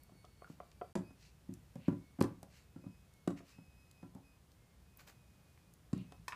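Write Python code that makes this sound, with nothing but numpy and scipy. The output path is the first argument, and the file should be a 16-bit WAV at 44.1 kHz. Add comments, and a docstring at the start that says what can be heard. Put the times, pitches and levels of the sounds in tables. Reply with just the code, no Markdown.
"""A small, quiet room with a wooden desk, where a cat noses and paws a plastic water dispenser.
Shaped noise makes the rumble and hiss; a wavering tone with overtones makes a faint whine.
Bursts of filtered noise are the brushing fur and ticking claws; damped modes are the hard clacks and bowl taps.
Rising sines are plips of water. Soft pushes and the dropping dish excite the booming desk and plastic base.
The sound drops out once for an instant."""
import sys
import numpy as np
from scipy import signal
from scipy.fft import rfft, irfft, next_fast_len
from scipy.io import wavfile
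from scipy.ndimage import map_coordinates

SR = 44100
rng = np.random.default_rng(int(sys.argv[2]) if len(sys.argv) > 2 else 0)


def inscribe(sig):
    """Save sig as 16-bit PCM at rate SR to the path in sys.argv[1].

    A 1-D sig is mono; a 2-D sig holds one channel per row.
    Samples are clipped to [-1, 1] before scaling.
    """
    pcm = np.round(np.clip(np.atleast_2d(sig).T, -1, 1) * 32767)
    wavfile.write(sys.argv[1], SR, pcm.astype(np.int16))


N = 280035  # length [samples]
AGE = np.arange(SR // 2) / SR  # time since a short sound began [s]
GAP_START_S, GAP_END_S = 0.929, 0.953  # the instant of silence
TOP_HZ = 15400  # band limit of the whole sound


def amp(db):
    """Decibels to gain."""
    return 10 ** (np.asarray(db) / 20)


def unit(x):
    """Scale to rms 1."""
    return x / np.sqrt(np.mean(x ** 2) + 1e-20)


def blow(x):
    """Scale a struck sound to rms 1 over its first hundredth of a second."""
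    return x / np.sqrt(np.mean(x[:SR // 100] ** 2))


def along(points, hz):
    """Read (frequency [Hz], value) points on a log frequency axis."""
    point_hz, value = np.transpose(points)
    return np.interp(np.log(hz + 1), np.log(point_hz), value)


def fade(t60, t=AGE):
    """Exponential decay, 60 dB down after t60 seconds."""
    return np.exp(-np.log(1000) * t / t60)


def wobble(rate, size=N):
    """A smooth random curve, rate knots a second."""
    knots = rng.standard_normal(int(size * rate / SR) + 4)
    return map_coordinates(knots, [np.arange(size) * rate / SR])


def filtered(x, response):
    """Multiply the spectrum of x by a function of frequency."""
    size = next_fast_len(len(x) + SR // 4)
    hz = np.fft.rfftfreq(size, 1 / SR)
    return irfft(rfft(x, size) * response(hz), size)[:len(x)]


def noise(spectrum, size):
    """Coloured noise of rms 1."""
    return unit(filtered(rng.standard_normal(size), lambda hz: amp(along(spectrum, hz))))


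def band(x, centre_hz, octaves):
    """Keep a bell-shaped band, at rms 1."""
    return unit(filtered(x, lambda hz: np.exp(-.5 * (np.log2((hz + 1) / centre_hz) / octaves) ** 2)))


def ring(modes, scatter_db, detune):
    """Sum damped modes; each contact draws new strengths, slight detunings and signs."""
    hz, db, t60 = np.transpose(modes)[:, :, None]
    size, shift, side = rng.standard_normal((3, len(modes), 1))
    waves = np.sign(side) * np.sin(2 * np.pi * hz * (1 + detune * shift) * AGE)
    return np.sum(amp(db + scatter_db * size) * fade(t60) * waves, axis=0)


def add(track, s, x):
    """Mix x into the track from time s [s]."""
    part = track[max(round(s * SR), 0):][:len(x)]
    part += x[:len(part)]


# Decay of the room's tail: (frequency [Hz], t60 [s])
ROOM_DECAY = [(120, 0.39), (400, 0.27), (1500, 0.29), (5000, 0.21), (14000, 0.21)]
# Early wall echoes: (delay [s], relative level [dB])
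WALL_ECHOES = [(0.0111, -12.5), (.031, -10), (.042, -16.5)]


def in_room(x, wet_db, walls_db):
    """A short sound with its wall echoes and a diffuse tail whose treble dies first."""
    hz, t, z = signal.stft(rng.standard_normal(len(AGE)), SR, nperseg=256)
    decay = fade(along(ROOM_DECAY, hz)[:, None], t)
    tail = signal.istft(z * decay, SR, nperseg=256)[1][:len(AGE)]
    tail = tail * (1 - np.exp(-(AGE / 0.0037) ** 2))  # the tail builds up over a few milliseconds
    response = amp(wet_db) * tail / np.linalg.norm(tail)
    response[0] = 1  # direct sound
    for delay, db in WALL_ECHOES:
        add(response, delay, amp([db + walls_db]))
    return signal.fftconvolve(x, response)[:len(x)]


# Colour of the room's air: (frequency [Hz], relative level per Hz [dB])
AIR_SPECTRUM = [(22, -20.5), (40, -15.5), (58, 2.5), (105, -4), (170, -4.5), (250, -15.5), (500, -20),
                (1000, -24.5), (2000, -28.5), (5000, -32.5), (10000, -34.5), (15000, -38)]


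def air():
    """Steady rumble and hiss of the room: shaped noise with a slight drift in level."""
    level_db = -64.5 + 0.6 * wobble(3.43)
    return amp(level_db) * noise(AIR_SPECTRUM, N)


# Spells of the whine: (start [s], length [s], level before flicker [dB], starting pitch before waver [Hz])
WHINE_SPELLS = [(-0.03, 0.52, -80, 2235), (0.571, 0.54, -84, 2340), (1.01, 0.16, -73.5, 2535),
                (1.148, .72, -87, 2576), (1.95, 0.47, -81, 2220), (2.548, 0.27, -83.5, 2570),
                (2.78, 0.31, -76, 2550), (3.1, 0.2, -78, 2190), (3.48, 0.61, -74.5, 2565),
                (4.199, 0.21, -76.5, 2530), (4.54, 0.26, -82, 2140), (4.82, 0.93, -81, 2527),
                (6.019, 0.2, -74.5, 2570)]
# Whine overtones: (multiple of the pitch, level against the fundamental before any boost [dB])
WHINE_HARMONICS = [(2, -9.5), (4, -15.5), (5, -19)]


def whine():
    """A thin, flickering tone in spells; each fades in, sags in pitch and fades out."""
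    sag_hz_per_s, fade_s = 75, 0.06
    early_boost_db = 9.5  # richer overtones in spells that start before the gap
    out, t = np.zeros(N), np.arange(N) / SR
    waver = 1 + .0032 * wobble(60) + 0.0025 * wobble(8.4)
    for start, length, db, hz in WHINE_SPELLS:
        on = (t > start) & (t < start + length)
        age = t[on] - start
        pitch = (hz - sag_hz_per_s * age) * waver[on]
        phase = 2 * np.pi * np.cumsum(pitch) / SR
        overtones = sum(amp(level_db) * np.sin(round(k) * phase) for k, level_db in WHINE_HARMONICS)
        boost = amp(early_boost_db * (start < GAP_START_S))
        envelope = np.minimum(np.minimum(age, length - age) / fade_s, 1)
        out[on] += amp(db) * envelope * (np.sin(phase) + boost * overtones)
    flicker = amp(2.7 * wobble(16))
    return out * flicker


# Strokes of paw and fur: (middle [s], width [s], level at the middle [dB], centre [Hz], bandwidth [octaves])
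RUB_STROKES = [(0.509, .064, -74, 5000, 1.2), (1.242, .076, -68.5, 4270, 0.82),
               (1.858, .087, -69.5, 2850, 0.47), (2.567, 0.085, -68.5, 3900, 1.14),
               (3.383, 0.021, -61.5, 2890, 1.24), (3.503, 0.07, -67, 4040, 1.24),
               (4.169, .035, -66, 740, 0.43), (5.004, .024, -61.5, 3200, 2.9),
               (5.088, 0.028, -59.5, 3420, 2.7), (5.993, 0.068, -68, 3070, .4)]
# Colour of the friction before the band filter: (frequency [Hz], relative level [dB])
FRICTION_COLOUR = [(1200, 8.5), (2200, 5.5), (2750, 5), (3400, -5), (4250, 2.5), (5200, 0), (6400, 0),
                   (7900, -1), (8800, -6), (14000, -1.5)]


def rubs():
    """Paws scuff and fur brushes the desk: uneven friction noise swells and fades with each stroke."""
    out = np.zeros(N)
    for s, length, db, hz, octaves in RUB_STROKES:
        unevenness = amp(1.9 * wobble(400.6, size=len(AGE)))
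        grains = noise(FRICTION_COLOUR, len(AGE)) * unevenness
        stroke = np.exp(-2 * (AGE / length - 2) ** 2)  # peaks two widths after its start
        rub = amp(db) * stroke * band(grains, hz, octaves)
        add(out, s - 2 * length, in_room(rub, wet_db=-7.0, walls_db=-15))
    return out


# Small hard ticks on plastic, from claws, teeth and the landing dish: (time [s], level at the onset [dB],
# centre [Hz])
SMALL_TICKS = [(0.035, -54.5, 13000), (0.250, -55.5, 2700), (0.716, -55.5, 3000), (1.539, -52, 7000),
               (1.756, -61, 6000), (2.207, -43, 7440), (2.212, -37.5, 2800), (2.2244, -37.5, 6600),
               (2.236, -46, 1990), (2.430, -51.5, 6300), (3.138, -61, 6940), (3.913, -56.5, 5990),
               (4.149, -61, 7000), (4.518, -62, 5000), (4.973, -49.5, 13600), (4.996, -52.5, 2480),
               (5.077, -54, 2800), (5.576, -58.5, 1370), (5.738, -56, 9050), (5.978, -60, 6500),
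               (6.122, -54, 3900)]


def ticks():
    """Tiny hard contacts: bands of noise that die in a few milliseconds."""
    out = np.zeros(N)
    for s, db, hz in SMALL_TICKS:
        grit = band(rng.standard_normal(len(AGE)), hz, octaves=0.84)
        tick = amp(db) * grit * fade(0.012)
        add(out, s, in_room(tick, wet_db=-12, walls_db=-23))
    return out


# Hard clacks: (time [s], relative level [dB], treble cutoff [Hz])
HARD_CLACKS = [(6.281, -35, 13200), (6.283, -39.5, 11140), (6.3229, -38.5, 2600), (6.33, -37.5, 1690)]
# Modes of the hard piece, before detuning and scatter: (frequency [Hz], relative level [dB], t60 [s])
HARD_MODES = [(995, 7, 0.06), (1050, 14.5, 0.016), (1450, -8, 0.071), (1840, 7.5, 0.04),
              (2270, 16.5, 0.0092), (2570, 6, 0.052), (3950, -17, 0.097), (5640, -21, 0.034),
              (6930, -11, .035), (7700, -3, .035)]


def clacks():
    """A hard piece strikes and bounces: modes plus a noise burst, with less treble in softer contacts."""
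    out = np.zeros(N)
    for s, db, bright_hz in HARD_CLACKS:
        modes = blow(ring(HARD_MODES, scatter_db=3.5, detune=0.0052))
        burst = blow(band(rng.standard_normal(len(AGE)), 3000, 1.5) * fade(0.026))
        hit = modes + amp(-4) * burst
        hit = signal.lfilter(*signal.butter(2, bright_hz, fs=SR), hit)
        add(out, s, in_room(amp(db - 8) * blow(hit), wet_db=-6.5, walls_db=-17))
    return out


# Plips of water: (time [s], level at the onset [dB], starting pitch [Hz])
WATER_PLIPS = [(0.445, -46, 1396), (0.474, -55, 1260)]


def plips():
    """Each bubble is a short sine whose pitch rises as it surfaces."""
    out = np.zeros(N)
    for s, db, hz in WATER_PLIPS:
        bubble = np.sin(2 * np.pi * hz * AGE * (1 + 2.0 * AGE)) * fade(0.025)
        add(out, s, in_room(amp(db) * bubble, wet_db=-9.0, walls_db=-7))
    return out


# Light taps on the rim of the bowl: (time [s], relative level [dB])
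RIM_TAPS = [(0.093, -57.5), (0.244, -51.5), (0.42, -46), (0.602, -40), (0.813, -38), (0.818, -36.5)]
# Modes of the rim, before detuning and scatter: (frequency [Hz], relative level [dB], t60 [s])
RIM_MODES = [(425, 0, 0.029), (488, -0.5, 0.018), (615, -0.5, 0.022), (705, -1, 0.047),
             (1036, -11.5, 0.057), (1160, -4, 0.03), (1286, -8, 0.034), (2030, -15.5, 0.019),
             (2480, -15.5, 0.014), (3060, -19.5, 0.013)]


def taps():
    """The muzzle nudges the bowl, whose rim rings in short damped modes."""
    out = np.zeros(N)
    for s, db in RIM_TAPS:
        soft_attack = 1 - np.exp(-AGE / 0.00065)  # a soft nose blunts the attack
        tap = ring(RIM_MODES, scatter_db=1.5, detune=0.017) * soft_attack
        add(out, s, in_room(amp(db - 7.5) * blow(tap), wet_db=-9.5, walls_db=-9.0))
    return out


# Damped desk top at pitch factor 1: (frequency [Hz], bandwidth [Hz], relative level [dB])
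DESK_MODES = [(167.5, 54, 0.5), (265, 93, 0), (336, 70.5, -4)]
# Lingering desk modes, before detuning and scatter: (frequency [Hz], relative level [dB], t60 [s])
BOOM_MODES = [(110, -4.5, 0.29), (148.3, -18, 0.35), (178.2, -3, 0.3), (260, -18.5, 0.082),
              (276.9, -2.5, 0.21), (354.6, -8, 0.16)]
# Crowd of short modes in the base at pitch factor 1: (frequency [Hz], relative level per Hz [dB])
SHELL_SPECTRUM = [(200, -15), (400, 2), (520, 7.5), (630, 2.5), (760, 2), (1020, -2.5), (1250, -7),
                  (1550, -10), (2100, -14.5), (2800, -22.5), (5000, -37.5)]
# Longer modes of the base, before detuning and scatter: (frequency [Hz], relative level [dB], t60 [s])
PLASTIC_MODES = [(544, 3.5, 0.075), (716, 4, 0.043), (1000, -13, 0.23), (1377, -14, 0.14),
                 (1660, -19, 0.043), (2000, -38.5, 0.056)]
# Colour of the contact crack: (frequency [Hz], relative level per Hz [dB])
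CRACK_SPECTRUM = [(300, 18), (1000, 6), (2500, -7), (4500, -6.5), (8000, -7.5), (11000, -14.5),
                  (15000, -33)]


def knock(thud_db, shell_db, crack_db, rise, pitch):
    """A contact gives a short desk thud, a slower boom, a clatter of plastic and a crack; rise in seconds."""
    def desk_response(hz):
        total = 0
        for k, (centre, width, db) in enumerate(DESK_MODES):
            damping = 1j * hz * width
            total = total + (-1) ** k * amp(db) * damping / (centre * centre - hz * hz + damping)
        return total

    contact = 1 - np.exp(-AGE / rise)  # a padded paw presses in slowly
    impulse = signal.unit_impulse(len(AGE))
    thud = blow(filtered(impulse, lambda hz: desk_response(hz / pitch)) * contact)
    boom = blow(ring(BOOM_MODES, scatter_db=1.5, detune=0.0034))
    boom = boom * (1 - np.exp(-AGE / 0.013))  # the wide board takes time to get going
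    boom = signal.lfilter(*signal.butter(4, 350 * pitch, fs=SR), boom)  # a yielding spot spares the higher modes
    board = thud + amp(-13) * (1 + rise / 0.004) * boom  # a slow push leaves more boom than thud
    board = signal.lfilter(*signal.butter(2, 70, 'high', fs=SR), board)  # the knock keeps no deep bass below 70 Hz
    wood = amp(thud_db + 1.5) * in_room(board, wet_db=-10.5, walls_db=-0.5)

    shell = blow(noise(np.multiply(SHELL_SPECTRUM, (pitch, 1)), len(AGE)) * fade(0.033))
    body = shell + amp(-9.5) * blow(ring(PLASTIC_MODES, scatter_db=4.0, detune=0.0073))
    crack = noise(CRACK_SPECTRUM, len(AGE)) * fade(0.017)
    plastic = amp(shell_db - 1.0) * blow(body * contact)
    plastic = plastic + amp(crack_db + 3.0) * blow(crack * contact)
    return wood + in_room(plastic, wet_db=-7.5, walls_db=-10.5)


# Soft pushes of paw or muzzle on the dish: (time [s], relative desk thud level [dB],
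# relative plastic shell level [dB], time constant of the push [s], pitch factor of the spot)
SOFT_PUSHES = [(0.118, -61, -73, 0.0027, 1.1), (0.498, -49.5, -61, .0015, 0.89),
               (1.105, -59, -65.5, .002, 1.05), (1.489, -42.5, -62.5, 0.0071, 0.92),
               (1.755, -46, -52.5, 0.0082, .81), (2.187, -40.5, -52, 0.021, 0.96),
               (2.429, -57.5, -54, .0017, .87), (2.759, -48.5, -63.5, 0.008, 0.96),
               (2.838, -57.5, -62.5, 0.019, 1.04), (2.862, -45, -61, 0.0057, .82),
               (3.402, -58.5, -60.5, 0.0061, 1.25), (3.583, -54, -63, 0.002, 0.86),
               (4.027, -51.5, -58, 0.013, 0.97), (4.149, -51, -61, 0.013, 0.77),
               (6.121, -64.5, -57, 0.0033, 1.65), (6.192, -56.5, -80, .003, 0.64)]


def pushes():
    """Padded contacts sound the same desk and dish, with hardly any crack."""
    out = np.zeros(N)
    for s, thud_db, shell_db, rise, pitch in SOFT_PUSHES:
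        add(out, s, knock(thud_db, shell_db, shell_db - 14.5, rise, pitch))
    return out


# The tipped dish drops back: (time [s], relative thud level [dB], hardness of the landing [0-1],
# relative contact crack level [dB], time to the rebound [s])
DISH_DROPS = [(0.9539, -40, 1, -46, .019), (0.959, -35.5, 0.92, -53, .024),
              (1.881, -26.5, 0.54, -59.5, .044), (2.211, -26, 1, -38.5, 0.028),
              (3.275, -31, 0.72, -45, 0.028), (5.930, -32, 0.08, -51.5, .047)]


def drops():
    """The dish lands and rebounds once, weaker and duller; hardness sets attack, pitch and clatter."""
    out = np.zeros(N)
    for s, db, hardness, crack_db, flight in DISH_DROPS:
        # from the softest to the hardest landing
        rise = np.interp(hardness, (0, 1), (0.0027, 0.00039))  # time constant [s]
        pitch = np.interp(hardness, (0, 1), (0.8, 1.187))
        shell_db = db + np.interp(hardness, (0, 1), (-20, -7.5))
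        landing = knock(db, shell_db, crack_db, rise, pitch)
        rebound = knock(db - 11.5, shell_db - 17, crack_db - 12, rise=0.0147, pitch=pitch * 0.9)
        add(out, s, landing)
        add(out, s + flight, rebound)
    return out


def scene():
    """All sources at one microphone, from the background to the dish."""
    background = air() + whine()
    small_sounds = rubs() + ticks() + clacks() + plips() + taps()
    return (background + small_sounds + pushes() + drops())[None]


def record(dry):
    """The sound drops out for an instant; nothing is kept above the band limit."""
    t = np.arange(N) / SR
    live = (t < GAP_START_S) | (t > GAP_END_S)
    return filtered(dry[0] * live, lambda hz: hz < TOP_HZ)[None]


dry = scene()
out = record(dry)
inscribe(out)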